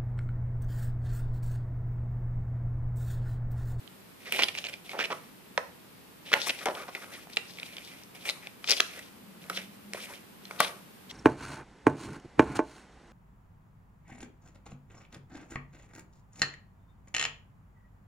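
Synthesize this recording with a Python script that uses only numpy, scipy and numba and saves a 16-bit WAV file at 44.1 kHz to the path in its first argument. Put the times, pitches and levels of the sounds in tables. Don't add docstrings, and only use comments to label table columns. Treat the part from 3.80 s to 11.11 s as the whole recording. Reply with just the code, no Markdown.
import sys
import numpy as np
from scipy import signal
from scipy.fft import rfft, irfft, next_fast_len
from scipy.io import wavfile
from scipy.ndimage import uniform_filter1d
from numba import njit

SR = 44100
rng = np.random.default_rng(int(sys.argv[2]) if len(sys.argv) > 2 else 0)


def to_wav(sig):
    pcm = np.clip(np.atleast_2d(sig), -1, 1) * 32767
    pcm = np.round(pcm).astype(np.int16)
    wavfile.write(sys.argv[1], SR, pcm.T)


def gain_from_decibels(decibels):
    exponent = np.asarray(decibels, float) / 20
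    return 10 ** exponent


N = 322589

# (time [s], bend level [dB], edge tick against bend [dB], sheet pitch [Hz], decay scale [ms])
SNAP_ROWS = [(.0773, -34.5, -19, 3160, 2.6), (.524, -11, 0.5, 2640, 3.2), (.562, -30, 0.5, 2450, 16),
             (.592, -20, -26, 850, 6.3), (.5974, -16, -19, 2310, 6.9), (.624, -12, -15, 2400, 3.5),
             (.6358, -4.5, -8, 3100, 3.1), (.6862, -27.5, -9, 2900, 11), (.7523, -16, -24, 2360, 1.5),
             (.787, -21.5, -22, 3200, 6.1), (.8419, -26.5, -22, 2680, 9.1), (.851, -23, -16, 2520, 2.8),
             (.8693, -29, -20, 3970, 5.5), (.939, -31, -30, 2540, 10), (1.0942, -30, -11, 2280, 8.4),
             (1.1167, -31.5, -15, 2320, 8.2), (1.1344, -29, -18, 736, 2.6), (1.1917, -17, -19, 1070, 3.7),
             (1.2012, -22, -17, 1750, 8.9), (1.208, -19.5, -15, 1520, 7.1), (1.2408, -23.5, -11, 2510, 11),
             (1.2516, -27.5, -12, 2510, 11), (1.3037, -32.5, -22, 690, 21), (1.32, -24, -30, 1000, 4.7),
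             (1.7775, -13, -35, 1830, 7.2), (1.779, -19.5, -32, 510, 5.6), (2.5306, -15, -16, 1730, 19),
             (2.5391, -1.5, -12, 1800, 4.1), (2.618, -16, -17, 3600, 2.8), (2.6716, -28, -9, 890, 7.5),
             (2.7015, -23, -12, 2700, 4.3), (2.8142, -33, -15, 1600, 4), (2.8578, -18, -2, 1810, 4.5),
             (2.8615, -17, -28, 800, 3.2), (2.8681, -31, -25, 700, 3.5), (2.8771, -37, -30, 915, 2.4),
             (2.8858, -22, -35, 696, 6.1), (2.9508, -33, -24, 2730, 12), (3.0834, -43, -13, 1340, 9.4),
             (3.151, -25, -11, 2100, 11.5), (3.472, -41, -5, 603, 2.8), (3.5627, -36, 2, 3500, 6.4),
             (3.5705, -12, -34, 2620, 7.8), (3.6973, -40, -15, 1930, 5.6), (3.7871, -29.5, -14, 2430, 4.8),
             (3.7996, -28.5, -8, 3300, 5.4), (3.8316, -21.5, -9, 2470, 3.3), (3.9678, -31, -7, 3000, 9.3),
             (3.9832, -30, -8, 2920, 6.7), (4.236, -37, -6, 5000, 3.7), (4.4554, -33, -24, 2470, 11),
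             (4.4741, -21, -16, 2260, 2.5), (4.4906, -17, -7, 2200, 5), (4.4984, -16, -22, 3630, 4.9),
             (4.6722, -24, -11, 2270, 3), (4.8433, -24.5, -13, 2430, 5.8), (4.875, -28, -19, 3060, 23),
             (4.8975, -7.5, -0.5, 4960, 2.9), (4.9075, -13, -2.5, 4950, 15), (4.9163, -7, -31, 4830, 3.6),
             (4.923, -9.5, -28, 2900, 3.8), (5.0013, -8.5, -15, 1960, 2.7), (5.0046, -2.5, -6.5, 3400, 3.8),
             (5.192, -37, 1.5, 1820, 12), (5.641, -38, -14, 2500, 3), (5.6989, -23, -5, 1390, 13.8),
             (5.773, -23, -10, 2800, 14), (6.1355, -21.5, 0.5, 2140, 3.8), (6.148, -30, -25, 596, 4.1),
             (6.1734, -39, -6, 870, 5.5), (6.654, -33.5, -7.5, 3630, 6.2), (6.7108, -29, -10, 1210, 8.8),
             (6.804, -8.5, -4, 1195, 11.1), (6.8483, -23.5, -16, 1010, 3.1)]
# (middle time [s], bend level [dB], edge crackle against bend [dB], sheet pitch [Hz], length [ms])
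CRUMPLE_ROWS = [(.477, -43.5, -14, 1900, 42), (.55, -34, -7, 2300, 48), (.606, -29, -16, 2360, 39),
                (.632, -28, -5, 3070, 20), (.687, -33.5, -24, 2420, 9.8), (.756, -46, -2, 2340, 26),
                (.78, -36.5, -10, 2740, 14.4), (.857, -39, -31, 2570, 29), (.894, -43, -2, 2500, 22),
                (.934, -45.5, -8, 2500, 18.5), (1.156, -47, -19, 700, 47), (1.208, -31.5, -14, 2030, 42),
                (1.248, -36, -9, 2550, 18), (1.32, -36, -28, 1170, 21.9), (2.485, -46.5, -8, 2800, 56),
                (2.525, -35.5, -12, 1600, 15.3), (2.565, -40.5, -6, 765, 29), (2.675, -36.5, 4, 2200, 25),
                (2.702, -27.5, -13, 2580, 15.5), (2.82, -47, -20, 1570, 25), (2.872, -35.5, -32, 720, 18.5),
                (2.892, -42.5, -25, 680, 43), (3.004, -44, -38, 1230, 71), (3.086, -46, -20, 1000, 17.5),
                (3.162, -47.5, -11, 2230, 26), (3.23, -47, -7, 1380, 29), (3.346, -47, -33, 1970, 23),
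                (3.533, -51, -11, 3520, 18), (3.828, -52, -10, 2000, 19), (3.934, -55, -8, 3160, 25),
                (4.084, -58, -15, 3750, 64), (4.47, -39, 0, 2270, 34), (4.497, -35, -3.5, 3740, 26),
                (4.649, -52.5, -25, 2050, 56), (4.9, -28.5, -5.5, 2980, 27), (4.934, -33, -16, 2940, 14),
                (4.98, -36.5, -4.5, 3270, 36), (5.186, -48, -17, 1850, 22), (5.782, -40.5, -22, 1670, 27),
                (6.171, -61, -26, 1240, 56), (6.24, -46.5, 1.5, 2400, 40), (6.3, -52.5, -2, 1850, 45),
                (6.722, -56, 2, 1180, 42), (6.824, -32.5, -9, 3020, 58), (7.31, -43.5, -29, 3300, 27)]
# (time [s], drag level [dB], sheet pitch [Hz])
SLIDE_BOUTS = [
    [(0.4, -62, 2130), (0.482, -53, 2380), (0.588, -37.5, 2340), (0.646, -70, 3200), (0.714, -72, 2450),
     (0.786, -49, 2750), (0.892, -59, 2500), (1.0, -65, 2290)],
    [(1.05, -54, 2350), (1.118, -50.5, 2260), (1.144, -57, 1710), (1.27, -56, 2680), (1.294, -58, 1140),
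     (1.358, -51, 1220), (1.46, -64, 1660), (1.5, -62, 1630)],
    [(2.43, -65, 1920), (2.45, -67, 2440), (2.576, -46, 1930), (2.622, -43, 3350), (2.648, -42, 2520),
     (2.748, -52, 2600), (2.808, -49.5, 1760), (2.84, -44, 1850)],
    [(2.9, -61, 971), (2.95, -46, 1350), (3.104, -57.5, 1320), (3.124, -59, 2220), (3.188, -49, 2240),
     (3.222, -55, 1380), (3.388, -49, 2500), (3.45, -64, 2020)],
    [(3.5, -51, 2310), (3.508, -58, 2510), (3.762, -51.5, 2550), (4.034, -54, 2830), (4.06, -50, 3100),
     (4.216, -56, 2220), (4.268, -71, 1610), (4.3, -68, 1680)],
    [(4.35, -50.5, 1960), (4.39, -60, 2500), (4.442, -51, 2240), (4.53, -56, 2920), (4.572, -51.5, 2240),
     (4.654, -57, 2200), (4.7, -63, 2260), (4.75, -67, 1770)],
    [(4.8, -68, 2430), (4.894, -40, 2930), (5.022, -57, 3260), (5.11, -55, 2800), (5.176, -49.5, 1820),
     (5.27, -57, 2410), (5.348, -68, 1590), (5.4, -72, 1760)],
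    [(5.62, -56, 1710), (5.662, -59, 1470), (5.724, -51, 1570), (5.752, -45, 2780), (5.844, -53.5, 2570),
     (5.876, -70, 1940), (5.902, -67, 2010), (5.95, -62, 1400)],
    [(6.12, -69, 2130), (6.16, -48, 2160), (6.204, -47, 2620), (6.248, -59, 2600), (6.318, -48, 1890),
     (6.384, -55.5, 2680), (6.428, -72, 1680), (6.45, -65, 1730)],
    [(6.62, -73, 3010), (6.656, -61, 3420), (6.692, -59.5, 1320), (6.828, -51, 1330), (6.87, -47, 1550),
     (6.9, -47, 1420), (7.018, -61, 1540), (7.05, -69, 1305)],
]
# (frequency [Hz], 60 dB decay time [s], level [dB])
ROOM_DECAY = [(200, 0.45, -0.5), (1000, 0.33, 1.5), (4000, 0.38, -8.5), (12200, 0.37, 3.5)]
# (time [s], left minus right [dB])
HAND_SIDE = [(0, -17), (.3, 2), (.63, -0.5), (2.4, 2), (2.8, 7.5), (3.1, 3.5), (4.4, -0.5), (4.6, 7),
             (5.1, 1.5), (5.74, 0.5), (6.33, 3), (6.5, -14), (6.8, 7.5), (7.31, 2)]
# (frequency [Hz], gain [dB])
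LEFT_PORT_RING = [(100, 5), (400, 1.5), (1200, 0), (1700, -4.5), (2450, 0.5), (2950, -8), (3500, 1),
                  (4600, 2), (5700, 6), (6300, 3), (7100, 0.5), (10000, 5.5), (14000, -3.5), (16000, -23)]
RIGHT_PORT_RING = [(100, 5.5), (400, 0), (1200, 3.5), (1700, -1), (2450, 3.5), (3200, 1.5), (4200, -1.5),
                   (4900, -6.5), (6000, -24), (8000, -3), (11000, -2.5), (14000, -5.5), (16000, -28)]
# (frequency [Hz], density [dB per Hz])
HISS_SPECTRUM = [(15, -57), (25, -27), (87, -9.5), (189, -3.5), (228, -3.5), (322, -7), (480, -10.5),
                 (520, -12), (735, -15.5), (818, -13.5), (2020, -18.5), (2570, -18.5), (4620, -23.5),
                 (6350, -28), (14500, -23)]
# (time [s], level [dB])
RUMBLE_LEVEL = [(0.0, -63), (0.41, -69), (0.61, -63), (1.4, -62.5), (2.52, -70), (2.67, -65.5), (4.89, -69),
                (5.13, -70), (5.44, -56), (6.07, -54), (6.25, -59.5), (6.45, -67), (6.74, -57), (7.31, -64)]

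TAUT_HZ, FLAP_DB_PER_OCTAVE_DOWN = 2500, 7.5
SNAP_FLAP_DB, CRUMPLE_FLAP_DB, SLIDE_FLAP_DB = -18.5, -11.5, -10
CREASES, CREASE_DB, CREASE_SCATTER_DB, CREASE_EDGE_DB, CREASE_MS = 3, 5.5, 2, -15, 8.8
FACE_DB, FACE_FOLLOWS = -54.5, 0.77
ROOM_DB, HISS_DB = -11, -55.5
PORT_LAG_MS = 0.13
HISS_TOP_HZ, TOP_HZ = 14600, 15900
T = np.arange(N) / SR
EDGE = signal.butter(3, 4600, "high", fs=SR, output="sos")


def unit(x):
    return x / np.sqrt(np.mean(x ** 2))


def on_log(hz, table):
    table_hz, value = np.transpose(table)
    return np.interp(np.log(np.maximum(hz, 1)), np.log(table_hz), value)


def walk(rate):
    hold = int(SR / rate)
    steps = np.repeat(rng.standard_normal(N // hold + 1), hold)
    return unit(uniform_filter1d(steps, hold)[:N])


@njit
def moving_band(x, hz, share):
    y, band, low = np.empty(len(x)), 0., 0.
    for i in range(len(x)):
        g = np.tan(np.pi * hz[i] / SR)
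        v = (band + g * (x[i] - low)) / (1 + g * (g + share))
        band, low, y[i] = 2 * v - band, low + 2 * g * v, share * v
    return y


def sheet(push, hz, width):
    flap = moving_band(moving_band(push, 520 + 0 * hz, 1.16), 700 + 0 * hz, 1.25)
    above = np.sqrt(hz * 2200)
    bend = moving_band(moving_band(push, hz, width), hz, 1.0)
    bend = bend + gain_from_decibels(-6.5) * moving_band(moving_band(push, above, 1.26), above, 1.26)
    edge = signal.sosfilt(EDGE, push)
    return unit(flap), unit(bend), unit(edge)


def looseness(hz):
    return FLAP_DB_PER_OCTAVE_DOWN * np.log2(TAUT_HZ / hz)


def push_sheet(out, start, noise, shapes, levels_db, pitch_hz):
    hz = np.full(len(noise), np.clip(pitch_hz, 500., 7000.))
    for part, (shape, db) in enumerate(zip(shapes, levels_db)):
        answer = sheet(noise * shape, hz, 0.3)[part]
        out[start:start + len(noise)] += answer * gain_from_decibels(db) * np.sqrt(np.mean(shape ** 2))


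def snaps(rows):
    out, size = np.zeros(N + 8192), 1536
    t = np.arange(size) / SR
    rise = 1 - np.exp(-t / 0.00022)
    bursts = rng.standard_normal((len(rows), size))
    for (s, db, tick_db, pitch_hz, ms), noise in zip(rows, bursts):
        decay_s = max(ms, .5) / 1000
        shapes = [rise * gain_from_decibels(-20 * t / (slow * decay_s)) for slow in (1.7, .7, .5)]
        levels_db = db + np.array([SNAP_FLAP_DB + looseness(pitch_hz), 0, tick_db])
        push_sheet(out, int((s - .0011) * SR), noise, shapes, levels_db, pitch_hz)
    return out[:N]


def creases():
    chance = rng.standard_normal((len(CRUMPLE_ROWS), CREASES, 3))
    rows = []
    for (s, db, edge_db, hz, ms), draws in zip(CRUMPLE_ROWS, chance):
        for when, strength, pitch in draws:
            moment = max(s + ms / 2000 * np.tanh(when), .01)
            level_db = db + CREASE_DB + CREASE_SCATTER_DB * strength
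            rows.append((moment, level_db, edge_db + CREASE_EDGE_DB, hz * (1 + 0.14 * pitch), CREASE_MS))
    return rows


def crumples():
    out, size = np.zeros(N + 8192), 6144
    t = (np.arange(size) - size // 2) / SR
    chance = rng.standard_normal((len(CRUMPLE_ROWS), 2, size))
    for (s, db, edge_db, pitch_hz, ms), (noise, crease) in zip(CRUMPLE_ROWS, chance):
        grain = noise * gain_from_decibels(2.55 * unit(uniform_filter1d(crease, size=44)))
        swell = gain_from_decibels(-6 * np.abs(2000 * t / max(ms, 4)) ** 4.0)
        levels_db = db + np.array([CRUMPLE_FLAP_DB + looseness(pitch_hz), 0, edge_db])
        push_sheet(out, int(s * SR) - size // 2, grain, [swell] * 3, levels_db, pitch_hz)
    return out[:N]


def slides():
    bouts = []
    for bout in SLIDE_BOUTS:
        before = (bout[0][0] - .03, -95, bout[0][2])
        after = (bout[-1][0] + .03, -95, bout[-1][2])
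        bouts.append([before] + list(bout) + [after])
    rows = np.concatenate(bouts)
    rows = rows[np.argsort(rows[:, 0])]
    drag_db, hz = (np.interp(T, rows[:, 0], column) for column in rows[:, 1:].T)
    stutter_db = 1.5 * walk(70) + 1.14 * walk(400) + 2.0 * walk(11)

    click_size = gain_from_decibels(1.97 * rng.exponential(size=N))
    clicks = unit(rng.standard_normal(N) * click_size * (rng.random(N) < .15))
    push = clicks + 0.66 * rng.standard_normal(N)
    wandering_hz = np.clip(hz * (1 + 0.26 * walk(30)), 500, 7000)
    flap, bend, edge = sheet(push, wandering_hz, 0.53)
    scuff = gain_from_decibels(drag_db + stutter_db) * (gain_from_decibels(SLIDE_FLAP_DB + looseness(hz)) * flap + bend)

    face = .5 * edge + unit(signal.sosfilt(EDGE, rng.standard_normal((2, N))))
    face = signal.sosfilt(signal.ellip(8, .2, 60, HISS_TOP_HZ, fs=SR, output="sos"), face)
    face_db = FACE_DB + FACE_FOLLOWS * (drag_db + 50) + 0.87 * stutter_db
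    return scuff, gain_from_decibels(face_db) * face


def room(x):
    t = np.arange(SR // 2) / SR
    tail = 0
    for hz in 150 * 2. ** np.arange(7):
        octave = signal.butter(2, [hz / 2 ** .5, hz * 2 ** .5], "band", fs=SR, output="sos")
        t60, db = (on_log(hz, np.array(ROOM_DECAY)[:, [0, k]]) for k in (1, 2))
        mid, side = signal.sosfilt(octave, rng.standard_normal((2, len(t)))) * gain_from_decibels(db - 60 * t / t60)
        tail = tail + mid + min(hz / 1100, 1) * side * np.array([[1], [-1]])
    tail = tail * np.clip(t / 0.0063, 0, 1) ** 2
    tail = tail / np.sqrt(np.sum(tail ** 2, axis=1, keepdims=True))
    return gain_from_decibels(ROOM_DB) * signal.fftconvolve(x[None], tail, axes=1)[:, :N]


def causal(x, table, size=2048):
    cepstrum = irfft(np.log(gain_from_decibels(on_log(np.fft.rfftfreq(size, 1 / SR), table))))
    cepstrum[1:size // 2] *= 2
    cepstrum[size // 2 + 1:] = 0
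    return signal.fftconvolve(x, irfft(np.exp(rfft(cepstrum))))[:len(x)]


def ports(near, far):
    shade_db = np.interp(T, *np.transpose(HAND_SIDE)) / 2
    late = np.interp(T - PORT_LAG_MS / 1000, T, near)
    out = []
    for direct, tail, ring, way in ((late, far[0], LEFT_PORT_RING, 1), (near, far[1], RIGHT_PORT_RING, -1)):
        bass = signal.lfilter(*signal.butter(1, 1100, fs=SR), direct)
        shaded = bass + (direct - bass) * gain_from_decibels(way * shade_db)
        out.append(causal(shaded + tail, ring))
    return np.array(out)


def port_hiss():
    size = next_fast_len(N)
    hz = np.fft.rfftfreq(size, 1 / SR)
    colour = gain_from_decibels(on_log(hz, HISS_SPECTRUM)) * (hz < HISS_TOP_HZ)
    mid, side = (rfft(rng.standard_normal(size)) * colour for _ in range(2))
    side = side * np.clip((hz / 600) ** 0.24, 0, 1)
    pair = irfft([mid + side, mid - side], size)[:, :N]
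    return gain_from_decibels(HISS_DB) * pair / np.sqrt(np.mean(pair.mean(0) ** 2))


def rumble():
    hz = 190 * (1 + 0.051 * walk(4))
    mid, side = (unit(moving_band(moving_band(rng.standard_normal(N), hz, 0.099), hz, 0.39)) for _ in range(2))
    level = gain_from_decibels(np.interp(T, *np.transpose(RUMBLE_LEVEL)))
    return level * (mid + 0.15 * side * np.array([[1], [-1]]))


def scene():
    scuff, face = slides()
    paper = snaps(SNAP_ROWS) + snaps(creases()) + crumples() + scuff
    return ports(paper, room(paper) + face) + port_hiss() + rumble()


def top_cut(x):
    return signal.sosfilt(signal.butter(12, 15810, fs=SR, output="sos"), x)


def record(dry):
    low_pass = signal.ellip(8, .2, 70, TOP_HZ, fs=SR, output="sos")
    mix = signal.sosfilt(low_pass, dry)
    return top_cut(mix)


dry = scene()
out = record(dry)
to_wav(out)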